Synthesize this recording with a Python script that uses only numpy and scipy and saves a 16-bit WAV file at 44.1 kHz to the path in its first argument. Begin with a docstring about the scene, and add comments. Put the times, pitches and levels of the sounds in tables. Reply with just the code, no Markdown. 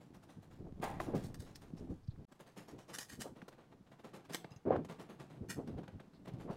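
"""On a roof in the open air, a light breeze on the microphone: thin steel flashing is fitted and trimmed.
First the sheet is pressed into place; it lands with a chatter, wobbles and pops as its dents spring over.
Just after two seconds the level dips briefly. Then tin snips cut in runs of short strokes, steel sliding
on steel, and now and then the metal gives with a bright crunch or a snap. The loose snips jingle once,
the sheet pops at its loudest, and the cutting and handling go on."""
import sys
import numpy as np
from scipy import signal
from scipy.io import wavfile
from scipy.ndimage import uniform_filter1d

SR = 44100
rng = np.random.default_rng(int(sys.argv[2]) if len(sys.argv) > 2 else 0)


def wrap_up_sound(samples):
    """Save the sound to the file named by the first command line argument, as 16-bit audio."""
    columns = np.atleast_2d(samples).T
    # keep every value between -1 and 1, then stretch to whole-number steps
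    tamed = np.clip(columns, -1, 1)
    steps = np.round(tamed * 32767).astype(np.int16)
    wavfile.write(sys.argv[1], SR, steps)


N = 289548
TIME = np.arange(N) / SR


def amp(db):
    """Decibels as a gain."""
    return 10 ** (np.asarray(db) / 20)


def unit(x):
    """Scales to energy 1."""
    return x / np.sqrt(np.sum(x ** 2) + 1e-20)


def curve(rows):
    """Points of (t/s, level/dB) as a gain for every sample."""
    return amp(np.interp(TIME, *np.transpose(rows)))


def add(mix, s, sound):
    """Mixes a sound in at time s."""
    part = mix[max(round(s * SR), 0):][:len(sound)]
    part += sound[:len(part)]


def through(x, response):
    """Convolves with an impulse response."""
    return signal.oaconvolve(x, response)[:N]


def colour(points, size=4096):
    """Minimum-phase impulse response of energy 1 with the spectrum (f/Hz, level/dB)."""
    hz, db = np.transpose(points)
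    bin_hz = abs(np.fft.fftfreq(size, 1 / SR)) + 1
    log_gain = np.log(amp(np.interp(np.log(bin_hz), np.log(hz), db)))
    spectrum = np.exp(np.conj(signal.hilbert(log_gain)))
    return unit(np.fft.ifft(spectrum).real[:size // 2])


def ringing(modes):
    """Impulse response of resonances (f/Hz, width/Hz, level/dB), energy 1."""
    t = TIME[:SR // 3]
    return unit(sum(amp(db) * width * np.exp(-np.pi * width * t) * np.sin(2 * np.pi * hz * t)
                    for hz, width, db in modes))


def swell(rise, t60, start_db=-26, sag=0.84):
    """Force builds up, then dies away; with sag above 1 the decay speeds up as it goes."""
    t = TIME[:SR // 2]
    attack_db = start_db * np.maximum(1 - t / rise, 0)
    decay_db = -60 * (np.maximum(t - rise, 0) / t60) ** sag
    return amp(attack_db + decay_db)


def slips(length, per_s, spread_db, smooth):
    """Tiny slips and fractures of uneven size over smooth friction noise, rms 1."""
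    size = amp(spread_db * np.minimum(rng.exponential(1, length), 4))
    clicks = size * rng.choice([-1, 1], length) * (rng.random(length) < per_s / SR)
    friction = smooth * unit(rng.standard_normal(length))
    return np.sqrt(length) * unit(unit(clicks) + friction)


def sheet_tail(x, t60, wet_db):
    """Waves bounce between the edges of the sheet and add a dense metallic tail."""
    t = TIME[:SR // 2]
    tail = rng.standard_normal(len(t)) * amp(-60 * t / t60) * (t > .001)
    return (x + amp(wet_db) * through(x, unit(tail))) / np.hypot(1, amp(wet_db))


def outdoors():
    """Far hiss of open country, and a light breeze on the microphone."""
    # spectrum of the distant air: f/Hz, level/dB
    air = [(20, -16), (60, -12), (150, -0.5), (500, -7.5), (1000, -9.5), (2500, -22.5), (5000, -24),
           (10000, -31.5), (15000, -36.5)]
    # strength of the breeze: t/s, level/dB
    breeze = [(0, -91), (.7, -57), (1.25, -53), (1.55, -64.5), (2.2, -57), (2.26, -77.5), (4.5, -79.5),
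              (6.15, -75), (6.5, -61)]
    buffeting = [(15, -4), (45, -8.5), (100, -3.5), (250, -42), (1000, -67)]  # f/Hz, level/dB
    gusts = through(rng.standard_normal(N), colour(buffeting))
    hiss = through(rng.standard_normal(N), colour(air))
    return amp(-74) * hiss + curve(breeze) * gusts


def handling(firm_db=-47, wobble_growth=1.23):
    """Knees and gloves shift on the roof in soft bumps; firmer handling keeps the sheet wobbling."""
    # how hard the sheet is handled: t/s, level/dB
    pressure = [(0, -60.5), (.48, -62.5), (.8, -53.5), (1.22, -47.5), (1.52, -63), (1.88, -51.5),
                (2.04, -72.5), (2.22, -53), (2.32, -74.5), (2.75, -65), (3.7, -70), (4.48, -66.5),
                (4.63, -74), (4.8, -52), (5.12, -63), (5.7, -48.5), (6.14, -64), (6.36, -50), (6.57, -61)]
    # spectrum of the bumps: f/Hz, level/dB
    bump_spectrum = [(20, -28), (60, -15), (140, 3.5), (300, -3.5), (600, -23.5), (1200, -36.5),
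                     (3000, -40.5), (16000, -64)]
    # spectrum of the wobbling sheet: f/Hz, level/dB
    wobble_spectrum = [(60, -24.5), (200, -4), (420, -6), (750, -7), (1500, -35), (5000, -67.5)]
    effort = curve(pressure)
    bumps = through(slips(N, per_s=130, spread_db=4.0, smooth=1.0), colour(bump_spectrum))
    wobble = through(slips(N, per_s=90, spread_db=1, smooth=0.31), colour(wobble_spectrum))
    return amp(2) * effort * bumps + amp(-55.5) * (effort / amp(firm_db)) ** wobble_growth * wobble


def squeaks(width_hz=1500):
    """Soft, rough whistles: rubbing noise passed twice through one wide resonance."""
    # faint squeaks: t/s, length/s, level/dB, f/Hz
    rubs = [(1.542, 0.035, -62, 5230), (1.76, 0.052, -71, 5350), (2.025, .038, -80, 4940),
            (2.068, 0.022, -70, 4700), (2.09, 0.049, -75, 4100), (5.991, 0.027, -66, 2890),
            (6.108, 0.092, -77, 4330)]
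    out = np.zeros(N)
    for s, length, db, hz in rubs:
        force = signal.windows.hann(int(length * SR))
        rub = force * rng.standard_normal(len(force))
        ring = ringing([(hz, width_hz, 0)])
        add(out, s, amp(db) * through(rub, unit(through(ring, ring))))
    return out


def clinks(t60=0.064, uneven_db=4):
    """The hard steel of the snips rings, with another mix of modes at each touch."""
    # the open snips clink: t/s, level/dB
    touches = [(4.444, -80), (4.507, -63), (4.519, -56), (4.562, -58)]
    # modes of the snips: f/Hz, level/dB
    modes = [(2735, -77.5), (3962, -80), (5050, -78), (5900, -85), (6455, -78), (7171, -90), (8969, -99),
             (9991, -99), (10675, -101), (11515, -90.5), (14416, -101), (15531, -102)]
    out, t = np.zeros(N), TIME[:SR // 3]
    hz, mode_db = np.transpose(modes)
    partials = np.sin(2 * np.pi * np.outer(hz, t)) * amp(-60 * t / t60)
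    for s, db in touches:
        weights = unit(amp(mode_db + uneven_db * rng.standard_normal(len(hz))))
        add(out, s, amp(db) * (weights @ partials))
    return out


def clangs(rise_s=0.0016):
    """Dying chatter rings the folded edge of the flashing."""
    # the flashing lands on the roof: t/s, t60/s, level/dB
    landings = [(0.826, 0.71, -39), (1.001, 0.022, -28.5)]
    # modes of the folded edge: f/Hz, width/Hz, level/dB
    fold = [(800, 105, 3), (897, 130, -1), (1014, 58, 1), (1220, 49, -13), (1640, 170, -7.5),
            (1900, 99, -9), (2340, 98, -27)]
    out = np.zeros(N)
    for s, t60, db in landings:
        force = swell(rise_s, t60)
        ring = through(force * rng.standard_normal(len(force)), ringing(fold))
        add(out, s, amp(db) * np.linalg.norm(force) * unit(ring))
    return out


def flexes(lowest_share=0.27):
    """Bending sets off a jumble of low waves; each bend has its own strength and pitch."""
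    # the sheet bends: t/s, level/dB, f/Hz of the highest strong wave
    bends = [(0.144, -55, 232), (0.351, -47, 203), (.585, -44.5, 286), (.643, -48, 434), (.805, -56, 990),
             (1.066, -40.5, 577), (1.118, -30.5, 460), (1.398, -52, 414), (1.791, -44.5, 320),
             (1.885, -37.5, 255), (2.168, -56, 220), (2.718, -46, 367), (3.108, -50, 264),
             (3.172, -45.5, 338), (3.238, -45.5, 750), (3.29, -50.5, 290), (3.706, -56.5, 394),
             (3.783, -60.5, 234), (4.652, -29.5, 464), (4.699, -28.5, 677), (4.727, -44.5, 1150),
             (4.754, -32.5, 380), (5.389, -39.5, 208), (5.412, -45, 382), (5.565, -37, 480),
             (5.668, -39, 326), (5.723, -42, 202), (5.766, -40, 394), (5.921, -44, 197),
             (6.434, -44.5, 404), (6.475, -39.5, 740)]
    out, force = np.zeros(N), swell(rise=0.028, t60=0.15, start_db=-10, sag=1.087)
    for s, db, top_hz in bends:
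        lowpass = signal.butter(3, top_hz, fs=SR, output="sos")
        highpass = signal.butter(2, top_hz * lowest_share, "high", fs=SR, output="sos")
        waves = signal.sosfilt(highpass, signal.sosfilt(lowpass, rng.standard_normal(len(force))))
        add(out, s, amp(db) * np.linalg.norm(force) * unit(waves * force))
    return out


def pops(rise_cycles=0.63, hold_s=0.0014, glide_cycles=6):
    """A few cycles that fall in pitch, since short bending waves travel fastest."""
    # a dent springs over or the sheet knocks on the roof: t/s, level/dB, starting f/Hz
    dents = [(1, -32.5, 2780), (1.009, -39, 435), (1.085, -29, 424), (1.24, -35, 197), (1.392, -35.5, 120),
             (1.139, -68, 517), (1.156, -25, 202), (1.734, -32.5, 252), (1.901, -33, 209),
             (2.083, -29.5, 137), (2.16, -61, 2770), (3.19, -41, 198), (3.256, -36.5, 647),
             (3.417, -44, 3250), (3.425, -39.5, 256), (3.807, -48, 224), (4.444, -44, 2700),
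             (4.512, -43, 160), (4.561, -44, 153), (4.671, -25, 287), (4.7058, -15, 760), (4.757, -23, 800),
             (4.7621, -34.5, 2300), (4.778, -32.5, 356), (5.58, -34.5, 270), (5.784, -37, 386),
             (5.997, -50.5, 2930), (6.336, -33.5, 168), (6.499, -27.5, 222)]
    out, t = np.zeros(N), TIME[:SR // 8]
    for s, db, hz in dents:
        age = t / (rise_cycles / hz + hold_s)  # 1 at the envelope's peak
        phase = 2 * np.pi * glide_cycles * np.log1p(t * hz / glide_cycles)
        add(out, s, amp(db) * age ** 2 * np.exp(2 - 2 * age) * np.sin(phase))
    return out


def panel(bending):
    """Everything that bends the flashing also wakes its broad resonances."""
    # modes of the whole flashing: f/Hz, width/Hz, level/dB
    modes = [(141.5, 19, 0.5), (219, 11, -2.5), (351, 45, -2), (439, 25, 8.5), (537, 30, 8), (654, 15, -19),
             (804, 26, 10.5)]
    direct = sheet_tail(bending, t60=0.09, wet_db=-24.5)
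    return amp(-3.0) * direct + amp(-33.5) * through(bending, ringing(modes))


def spot_echoes(x, t60=0.018, wet_db=-4):
    """Each spot of the sheet adds its own brief cluster of reflections."""
    t = TIME[:SR // 40]
    echoes = amp(wet_db) * unit(rng.standard_normal(len(t)) * amp(-60 * t / t60))
    echoes[0] += 1  # the direct wave
    return through(x, unit(echoes))


def strip_ring(drive, detune=0.011, narrowing=0.4):
    """The strip at the blades rings; bent steel splits each resonance into four close, fine partials."""
    # modes of the strip before splitting: f/Hz, width/Hz, level/dB
    modes = [(1680, 34, -5.5), (1920, 125, 1.5), (2510, 50, -0.5), (3070, 440, -4), (3820, 83, -9),
             (4970, 140, -10), (5230, 130, -6), (5680, 110, -1.5), (6650, 220, -6), (7480, 310, -12),
             (8700, 150, -17.5), (9740, 270, -22), (11820, 590, -5)]
    partials = [(hz * (1 + detune * rng.standard_normal()), width * narrowing, db)
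                for hz, width, db in modes for _ in range(4)]
    return through(drive, ringing(partials))


def judder(length, depth_db=0.5, clump_samples=130):
    """The blades stick and slip: a gain of rms 1 that wavers over a few milliseconds."""
    drift = uniform_filter1d(rng.standard_normal(length), clump_samples, mode="wrap")
    return np.sqrt(length) * unit(amp(depth_db * np.sqrt(clump_samples) * drift))


def contacts(usual_gap_s=0.11, usual_t60_s=0.21, slowest_gap_s=0.15, stretch=1.38):
    """Steel meets steel, slower strokes lasting longer: t/s, rise/s, t60/s, dull/dB, bright/dB."""
    # steel slides on steel, first the sheet's edges, then the blades: t/s, level/dB
    strokes = [(0, -61), (0.134, -57.5), (.222, -56.5), (.281, -58), (.42, -59.5), (.5, -60.5),
               (.815, -41.5), (0.994, -46.5), (1.144, -47), (1.455, -57), (1.607, -58.5), (1.761, -60.5),
               (1.893, -65), (2.314, -55), (2.343, -66.5), (2.393, -51), (2.456, -57.5), (2.562, -48.5),
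               (2.675, -52.5), (2.777, -54), (2.878, -51.5), (3.352, -57), (3.515, -54), (3.573, -58.5),
               (3.713, -57.5), (3.765, -91), (3.861, -59.5), (3.908, -55.5), (3.985, -55.5), (4.035, -49.5),
               (4.13, -49), (4.242, -54.5), (4.288, -49), (4.498, -60), (4.885, -46), (4.986, -47),
               (5.085, -50.5), (5.189, -50), (5.293, -57), (5.664, -54.5), (5.773, -51), (5.825, -52.5),
               (5.873, -61), (5.992, -63), (6.124, -65), (6.248, -51), (6.268, -46.5), (6.325, -58.5),
               (6.39, -52), (6.496, -54)]
    # a stroke's treble against its dull scrape: t/s, level/dB
    grit = [(0, -13), (2.9, -11.5), (3.55, -23), (3.85, -21), (4, -17), (5.3, -16), (5.8, -21.5),
            (6.4, -16)]
    # the steel gives way, creased or sheared: t/s, t60/s, level/dB
    yields = [(1.228, 0.16, -58.5), (1.389, 0.19, -58), (2.93, 0.11, -47), (2.994, 0.14, -47.5),
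              (3.085, 0.19, -55.5), (3.112, 0.14, -54.5), (3.193, 0.16, -48.5), (4.324, .12, -46),
              (5.486, .14, -45)]
    # an edge or the closing blades snap: t/s, dull knock/dB, bright crack/dB
    cracks = [(0.838, -57, -49), (1.342, -56, -51.5), (1.556, -77, -53), (2.983, -50.5, -38),
              (3.215, -52, -44.5), (3.417, -47.5, -69), (3.48, -45.5, -56), (4.344, -39.5, -37),
              (4.442, -45, -70), (4.759, -44.5, -68), (4.846, -47, -60), (5.673, -50.5, -65),
              (5.877, -46.5, -71), (5.998, -49.5, -73)]
    gaps = np.minimum(np.diff([s for s, db in strokes], append=np.inf), slowest_gap_s)
    t60s = usual_t60_s * (gaps / usual_gap_s) ** stretch
    slides = [(s, 0.012, t60, db, db + np.interp(s, *np.transpose(grit)))
              for (s, db), t60 in zip(strokes, t60s)]
    crunches = [(s, 0.014, t60, db - 13.5, db) for s, t60, db in yields]
    snaps = [(s, 0.003, 0.037, dull_db, bright_db) for s, dull_db, bright_db in cracks]
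    return slides + crunches + snaps


def steel_on_steel(crack_db=16, sudden_s=0.003):
    """Each contact is a shower of slips: dull through the panel, bright at the edge and its strip."""
    # spectrum of the scrape through the panel: f/Hz, level/dB
    dull_spectrum = [(30, -27.5), (80, -21), (140, 4.5), (350, 2), (800, -3), (2000, -14), (4000, -20.5),
                     (16000, -87.5)]
    # spectrum of the crunch at the edge: f/Hz, level/dB
    bright_spectrum = [(200, -50), (700, -4.5), (1800, 1), (2700, -3.5), (3500, 1.5), (5200, 1),
                       (8000, 0.5), (11500, -6.5), (13000, -6), (16000, -12.5)]
    # how freely the strip rings: t/s, level/dB
    strip_freedom = [(0, -47), (2.85, -8), (2.95, -7.5), (3.3, -13), (5.5, -11.5)]
    dull, bright = np.zeros((2, N))
    for s, rise, t60, dull_db, bright_db in contacts():
        force = swell(rise, t60, start_db=-15.5, sag=1.155)
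        grip = judder(len(force))
        scrape = force * slips(len(force), per_s=1300, spread_db=-0.5, smooth=0.58)
        crunch = force * grip * slips(len(force), per_s=3000, spread_db=7.0, smooth=0.83)
        add(crunch, rise, [amp(crack_db) * np.exp(-rise / sudden_s)])  # a sudden break peaks in a crack
        add(dull, s, amp(dull_db) * scrape)
        add(bright, s, amp(bright_db) * spot_echoes(crunch))
    free = curve(strip_freedom)
    body = through(dull, colour(dull_spectrum))
    edge = through(bright, colour(bright_spectrum)) / np.hypot(1, free)  # the strip takes its share
    strip = strip_ring(edge * free)
    sheet = sheet_tail(body, t60=0.74, wet_db=-9.5) + sheet_tail(edge, t60=0.24, wet_db=-11)
    return sheet + amp(3.0) * strip


def dip(start_s=2.252, length_s=0.033, depth_db=-47):
    """The level drops suddenly and quickly comes back."""
    age = (TIME - start_s) / length_s
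    return amp(depth_db * (age > 0) * np.maximum(1 - age ** 2, 0))


def scene():
    """The bending sheet, the working steel and the open air, at one microphone."""
    sheet = panel(flexes() + pops() + handling())
    steel = amp(-0.5) * steel_on_steel() + clangs() + squeaks() + amp(-1.5) * clinks()
    return (dip() * (sheet + steel + outdoors()))[None]


def record(dry):
    """The recorder's band ends at 15.9 kHz."""
    lowpass = signal.firwin(511, 15900, window=("kaiser", 9), fs=SR)
    return signal.oaconvolve(dry, lowpass[None], "same")


dry = scene()
out = record(dry)
wrap_up_sound(out)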